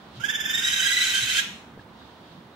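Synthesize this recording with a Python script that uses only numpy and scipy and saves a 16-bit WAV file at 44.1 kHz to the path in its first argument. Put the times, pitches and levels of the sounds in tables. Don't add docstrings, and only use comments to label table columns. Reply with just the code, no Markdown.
import sys
import numpy as np
from scipy import signal
from scipy.fft import rfft, irfft, next_fast_len
from scipy.io import wavfile
from scipy.ndimage import uniform_filter1d

SR = 44100
rng = np.random.default_rng(int(sys.argv[2]) if len(sys.argv) > 2 else 0)


def dump(signal):
    limited = np.clip(np.atleast_2d(signal).T, -1, 1)
    pcm = np.round(limited * 32767).astype(np.int16)
    wavfile.write(sys.argv[1], SR, pcm)


def boost_factor(decibels):
    exponent = np.asarray(decibels, float) / 20
    return 10 ** exponent


N = 112454
PADDED = next_fast_len(N)
FREQ = np.fft.rfftfreq(PADDED, 1 / SR)

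# (frequency [Hz], density [dB per Hz])
TRAFFIC_COLOUR = [(15, -60), (25, -49), (59, -8), (204, -2), (552, -10.5), (919, -8.5), (1450, -14.5),
                  (3830, -31), (15500, -61.5)]
# (frequency [Hz], side against mid [dB])
TRAFFIC_SIDE = [(60, -17), (110, -29), (200, -15.5), (380, -9.5), (700, -8), (1290, -2.5), (2380, -0.5),
                (4400, -16), (8120, -1), (15000, 7)]
# (time [s], level [dB])
TRAFFIC_SWELL = [(0, 0), (.7, 1), (1.3, 1), (1.9, -0.5), (2.55, -0.5)]
# (frequency [Hz], width [Hz], level [dB])
ENGINE_HUM = [(184, 146, 0)]
# (time [s], length [s], level [dB])
GUSTS = [
    (0.173, 0.022, 9.5),
    (1.81, 0.016, 6.5),
    (2.04, 0.087, 4.5),
    (2.313, 0.059, 4.5),
    (2.54, 0.019, 0.5),
]
# (time [s], length [s], level [dB], pitch [Hz])
BIRD_CALLS = [
    (1.96, .14, -59, 3750),
    (2.27, .09, -66, 3930),
    (2.53, .03, -60, 3800),
]
# (time [s], level [dB], frequency [Hz], length [s])
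BUMPS = [
    (0.164, -37.5, 130, 0.066),
    (1.218, -37.5, 128, .045),
    (1.507, -43, 199.6, 0.026),
    (1.76, -45.5, 196.7, 0.038),
    (1.772, -47, 460, 0.027),
    (1.792, -44, 1740, 0.012),
    (1.72, -46, 140, 0.093),
    (2.01, -54, 1670, .02),
    (2.21, -41, 197, 0.015),
    (2.395, -45, 188, 0.021),
]
# (time [s], level [dB])
FINGER_TICKS = [
    (1.762, -43),
    (1.777, -33),
    (1.787, -43),
    (1.796, -38),
]
# (frequency [Hz], width [Hz], depth [0-1, negative rings])
WOODS_RING = [(1600, 300, .8), (2450, 900, -.5), (3080, 300, .7)]
# (frequency [Hz], level [dB])
WOODS_LEFT = [(1000, -2.5), (1600, -5.5), (2500, -2), (4000, 5.5), (8000, -2), (15000, 1.5)]
# (time of peak [s], level [dB], pitch [Hz])
HIGH_PULSES = [(.219, -41.5, 1440), (.258, -29, 1693), (.305, -23, 1759), (.358, -22.5, 1773),
               (.412, -23, 1757), (.46, -23, 1760), (.508, -19.5, 1793), (.551, -20.5, 1835),
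               (.591, -18, 1850), (.648, -22.5, 1897), (.684, -20, 1921), (.733, -22, 1927),
               (.779, -22.5, 1930), (.833, -23.5, 1940), (.887, -22.5, 1980), (.934, -21.5, 1981),
               (.976, -23, 1989), (1.017, -20.5, 1983), (1.075, -26, 1960), (1.108, -24.5, 1958),
               (1.158, -32, 1862), (1.234, -26, 1958), (1.312, -29, 1991), (1.397, -32.5, 1874)]
# (time of peak [s], level [dB], pitch [Hz])
LOW_PULSES = [(.492, -34.5, 1570), (.538, -42, 1570), (.585, -43, 1580), (.63, -30, 1580),
              (.677, -27.5, 1590), (.728, -26, 1610), (.767, -28.5, 1570), (.811, -21.5, 1550),
              (.868, -20, 1605), (.912, -26, 1615), (.957, -32.5, 1590), (1.003, -38, 1600),
              (1.045, -24, 1590), (1.095, -31, 1590), (1.15, -25.5, 1570), (1.184, -25.5, 1580),
              (1.23, -30.5, 1570), (1.29, -27, 1545), (1.339, -32, 1555), (1.368, -30, 1547),
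              (1.392, -26, 1626)]
HIGH_ORDERS_DB = [0.5, 0.5, -14, -12, -39, -25, -36, -21]
LOW_ORDERS_DB = [-2, -1.5, -5.5, -6, -10, -42, -17.5, -32]
# (time [s], share that the pitch starts low [0-1])
HIGH_SCOOP = [(0.249, .1), (0.499, 0.079), (.7, .035), (1.1, 0.02396)]
LOW_SCOOP = [(.5, .03), (1.3, .025), (1.389, 0.0518)]
# (time [s], first harmonic against the rest [dB])
HIGH_CHEST = [(.22, 8), (.3, 0.5), (.45, -4), (.6, -7), (.8, -3.5), (.93, 3.5), (1.1, -2.5), (1.25, -11),
              (1.32, -3)]
LOW_CHEST = [(.5, 3.5), (.9, -1.5), (1.3, -0.5), (1.39, 3)]
# (time [s], level [dB])
LATE_ONSET = [(.3, -0.5), (.6, -1), (.95, -7), (1.2, -5.5)]
# (time [s], level against the tone [dB], steady share [0-1])
RASP = [(.19, 2.5, 0), (0.299, -7, 0.3), (.5, -10.5, 0.5), (.7, -3.5, 0.96), (.9, -3.5, 1),
        (1.1, 0.5, 0.93), (1.3, 3.5, 1), (1.4, 3.5, 1)]
# (frequency [Hz], level [dB])
THROAT = [(1150, -18.5), (1450, -0.5), (2400, -2.5), (3300, 0.5), (4600, -6.5), (6500, -4.5),
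          (10000, -13.5), (15000, -19)]
# (frequency [Hz], width [Hz], depth [0-1, negative
HOLLOW = [(12350, 1300, 0.65), (1610, 124, -2.18), (3046, 176, -1.37)]
# (frequency [Hz], width [Hz], depth [0-1, negative rings])
DIPS_EARLY = [(4160, 1500, 1), (8030, 1300, 0.79), (10000, 1270, 0.83)]
DIPS_MIDDLE = [(4492, 960, 0.99), (8850, 460, 1)]
DIPS_LATE = [(4810, 590, 0.74), (8750, 270, 0.65), (2520, 380, -0.55), (4220, 160, -0.17)]
# (frequency [Hz], level [dB])
LEFT_PORT = [(1000, -1), (1600, -19), (2000, -4.5), (3000, -9.5), (3800, -1), (5000, -8.5), (8000, -13.5),
             (15000, -12)]
# (frequency [Hz], lag [s])
LEFT_LAG = [(1000, .0001), (1700, .00028), (2300, 0)]
# (from [s], to [s], low edge [Hz], high edge [Hz])
SILENT_BANDS = [(.255, .5, 3870, 4260), (.5, .6, 4050, 4260), (.325, .62, 4260, 4600),
                (.62, .915, 4400, 4620), (.31, .478, 7560, 8230), (.328, .357, 8230, 8750),
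                (.455, .522, 8230, 8800), (.54, 1.36, 8620, 8790), (.25, .45, 9450, 9620),
                (.305, .385, 9620, 10300), (.24, .56, 11380, 12180), (.56, .9, 11750, 12180),
                (.98, 1.51, 12180, 12450), (.99, 1.1, 12450, 13050), (1.025, 1.075, 11750, 12180),
                (1.165, 1.235, 12450, 13100), (1.355, 1.405, 12450, 13200), (.865, .9, 14300, 15200),
                (.195, .82, 15200, 16000), (1.05, 1.1, 15200, 16000), (1.145, 1.52, 15200, 16000)]


def walk(rate):
    k = max(int(SR / rate), 2)
    steps = np.repeat(rng.standard_normal(N // k + 1), k)
    w = uniform_filter1d(uniform_filter1d(steps, k), k)[:N]
    return w / w.std()


def level(x, db):
    return x * boost_factor(db) / np.sqrt(np.mean(x ** 2))


def over_time(table, t):
    return np.interp(t, *np.array(table).T)


def over_hz(table):
    hz, v = np.array(table, float).T
    return np.interp(np.log(FREQ + 1), np.log(hz + 1), v)


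def shape(x, gain):
    return irfft(rfft(x, PADDED) * gain, PADDED)[..., :N]


def noise(*rows):
    return rng.standard_normal((*rows, N))


def peak(hz, width):
    f = FREQ + 1e-3
    return 1 / (1 + 1j * (f * f - hz * hz) / (f * width))


def dips(table):
    return np.prod([1 - min(depth, .99) * np.abs(peak(hz, w)) ** 4 for hz, w, depth in table], axis=0)


def traffic():
    swell_db, flicker_db = 0.5, 0.8
    colour, side = boost_factor(over_hz(TRAFFIC_COLOUR)), boost_factor(over_hz(TRAFFIC_SIDE))
    width = np.array([np.ones_like(side), side])
    swell, source, out = walk(1.56), noise(2), 0
    for hz in 30 * 2 ** np.arange(0, 9.1, .5):
        band = shape(source, colour * np.abs(peak(hz, hz / 2)) ** 2 * width)
        out = out + band * boost_factor(swell_db * swell + flicker_db * walk(7.8))
    mid, side = level(out, -50) * boost_factor(over_time(TRAFFIC_SWELL, np.arange(N) / SR))
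    return np.array([mid + side, mid - side])


def engine_hum():
    out = 0
    for hz, width, db in ENGINE_HUM:
        tone = shape(noise(), peak(hz, width) ** 2 / np.sqrt(width))
        out = out + boost_factor(db + 5.1 * walk(8.83)) * tone
    return level(out, -53.5)


def leaves():
    t = np.arange(N) / SR
    rustle = level(shape(noise(2), peak(3450, 1860) ** 2) * boost_factor(2.4 * walk(3.08)), -60)
    gust_db = sum(db * np.exp(-.5 * ((t - at) / length) ** 2) for at, length, db in GUSTS)
    return rustle * boost_factor(gust_db)


def rumble():
    t, from_s, to_s = np.arange(N) / SR, 0.31, 2.13
    on = np.clip(np.minimum(t - from_s, to_s - t) / 0.074, 0, 1)
    return on * level(shape(noise(), peak(71.3, 12) ** 2), -58.5)


def hiss():
    from_hz = 7900
    return level(shape(noise(2), over_hz([(from_hz / 2, 0), (from_hz, 1)])), -71)


def background():
    bed = traffic() + engine_hum() + leaves() + rumble() + hiss()
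    return bed * boost_factor(np.array([[-3], [0]]))


def whine():
    return boost_factor(-78) * np.sin(2 * np.pi * 15723 * np.arange(N) / SR)


def far_bird():
    t, out = np.arange(N) / SR, 0
    for at, length, db, hz in BIRD_CALLS:
        hoarse = level(shape(noise(2), peak(hz, 250) ** 2), db)
        out = out + hoarse * np.sin(np.pi * np.clip((t - at) / length, 0, 1))
    return out


def hand():
    t, out, tick_s = np.arange(N) / SR, 0, .0007
    for at, db, hz, length in BUMPS:
        u = np.clip((t - at) / length, 0, 1)
        swing = np.sin(2 * np.pi * hz * (t - at) * (1 - 0.045 * u))
        out = out + boost_factor(db) * np.sin(np.pi * u ** 0.7) * swing
    for at, db in FINGER_TICKS:
        out = out + boost_factor(db) * np.exp(-np.abs(t - at) / tick_s) * np.cos((t - at) / tick_s)
    return out


def woods(x):
    t60_s, top_t60_s, tail_db = 0.52, 0.23, -3.5
    early_s, early_db = .008, -3
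    t = np.arange(SR) / SR
    out = []
    for _ in range(2):
        low_source, top_source, near_source = rng.standard_normal((3, SR))
        low = signal.lfilter([.4], [1, -.6], low_source)
        top = top_source - signal.lfilter([.4], [1, -.6], top_source)
        tail = low * boost_factor(-60 * t / t60_s) + top * boost_factor(-60 * t / top_t60_s)
        tail = shape(tail, dips(WOODS_RING))[:SR]
        near = near_source ** 3 * np.exp(-t / early_s) * (t > .001)
        ir = boost_factor(tail_db) * tail * np.clip(t / 0.014, 0, 1) / np.sqrt(np.sum(tail ** 2))
        ir = ir + boost_factor(early_db) * near / np.sqrt(np.sum(near ** 2))
        out.append(signal.fftconvolve(x, ir)[:N])
    return np.array([shape(out[0], boost_factor(over_hz(WOODS_LEFT))), out[1]])


def voice(pulses, orders_db, scoop, chest):
    rise_s, fall_s, edge_s, onset_db = .022, 0.00813, 0.0024, -8
    overshoot, brighten_db = .012, -6
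    t = np.arange(N) / SR
    at, db, hz = np.array(pulses).T
    d = t - at[:, None]

    start_db = (onset_db + over_time(LATE_ONSET, at))[:, None]
    swell = boost_factor(start_db * np.clip(-d / rise_s, 0, 1) ** 2) * np.clip((d + rise_s) / edge_s, 0, 1)
    each = boost_factor(db)[:, None] * swell * np.exp(-.5 * (np.maximum(d, 0) / fall_s) ** 2)
    flow = each.sum(axis=0)

    k = each.argmax(axis=0)
    u = np.clip((t - at[k]) / rise_s, -1, 1)
    bend = np.where(u < 0, -over_time(scoop, at)[k] * np.abs(u) ** 1.5, overshoot * u)
    pitch = uniform_filter1d(hz[k] * (1 + bend), size=60)
    phase = 2 * np.pi * np.cumsum(pitch * (1 + .0095 * walk(300))) / SR

    tone = 0
    for n, order_db in enumerate(orders_db):
        gain_db = order_db + n * brighten_db * np.minimum(u, 0) ** 2 + 2.2 * walk(220)
        if n == 0:
            gain_db = gain_db + over_time(chest, t)
        tone = tone + boost_factor(gain_db) * np.sin((n + 1) * phase)
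    tremble = boost_factor(1.8 * walk(120))
    return flow * tone * tremble, flow, phase


def breath_rasp(flow, high_phase, low_phase):
    t, end_s = np.arange(N) / SR, 1.415
    s, db, steady = np.array(RASP).T
    share = np.clip(np.interp(t, s, steady), 0, 1)
    held = uniform_filter1d(flow, size=2600) * np.clip((end_s - t) / 0.015, 0, 1)
    air = (1 - share) * flow + share * held
    puffs = noise() * (1 + .5 * np.cos(high_phase) + .5 * np.cos(low_phase)) * boost_factor(1.23 * walk(180))
    throat = boost_factor(over_hz(THROAT)) * over_hz([(900, 0.018), (1200, 1)])
    return level(shape(puffs, throat), 0) * air * boost_factor(np.interp(t, s, db))


def raccoons():
    high, high_flow, high_phase = voice(HIGH_PULSES, HIGH_ORDERS_DB, HIGH_SCOOP, HIGH_CHEST)
    low, low_flow, low_phase = voice(LOW_PULSES, LOW_ORDERS_DB, LOW_SCOOP, LOW_CHEST)
    rasp = breath_rasp(np.hypot(high_flow, low_flow), high_phase, low_phase)
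    call = shape(np.array([high, low, rasp]), dips(HOLLOW))
    t, out = np.arange(N) / SR, 0
    for dip_table, on in zip((DIPS_EARLY, DIPS_MIDDLE, DIPS_LATE), np.eye(3)):
        share = np.interp(t, [0.42, 0.8, 1.3], on)
        out = out + shape(call * share, dips(dip_table))
    return out


def scene():
    high, low, rasp = raccoons()
    call = high + low + rasp
    lag = np.exp(-2j * np.pi * FREQ * over_hz(LEFT_LAG))
    left = shape(call, boost_factor(over_hz(LEFT_PORT)) * lag)
    echoes = boost_factor(-6) * (woods(high) + woods(low)) + woods(rasp)
    return np.array([left, call]) + echoes + background() + hand() + whine() + far_bird()


def silence_bands(x):
    out, edge_s = x.copy(), .016
    for start, end, low_hz, high_hz in SILENT_BANDS:
        a, b = int((start - 2 * edge_s) * SR), int((end + 2 * edge_s) * SR)
        t, size = np.arange(a, b) / SR, next_fast_len(b - a)
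        f = np.fft.rfftfreq(size, 1 / SR)
        in_band = (f >= low_hz) & (f < high_hz)
        off = np.sin(np.pi / 2 * np.clip(np.minimum(t - start, end - t) / edge_s + .5, 0, 1))
        spectrum = rfft(out[:, a:b] * np.minimum(4 * off, 1), size)
        out[:, a:b] -= off * irfft(spectrum * in_band, size)[:, :b - a]
    return out


def top_cut(x):
    return signal.sosfilt(signal.butter(12, 15730, fs=SR, output="sos"), x)


def record(dry):
    mix = silence_bands(shape(dry, FREQ < 15780))
    return top_cut(mix)


dry = scene()
out = record(dry)
dump(out)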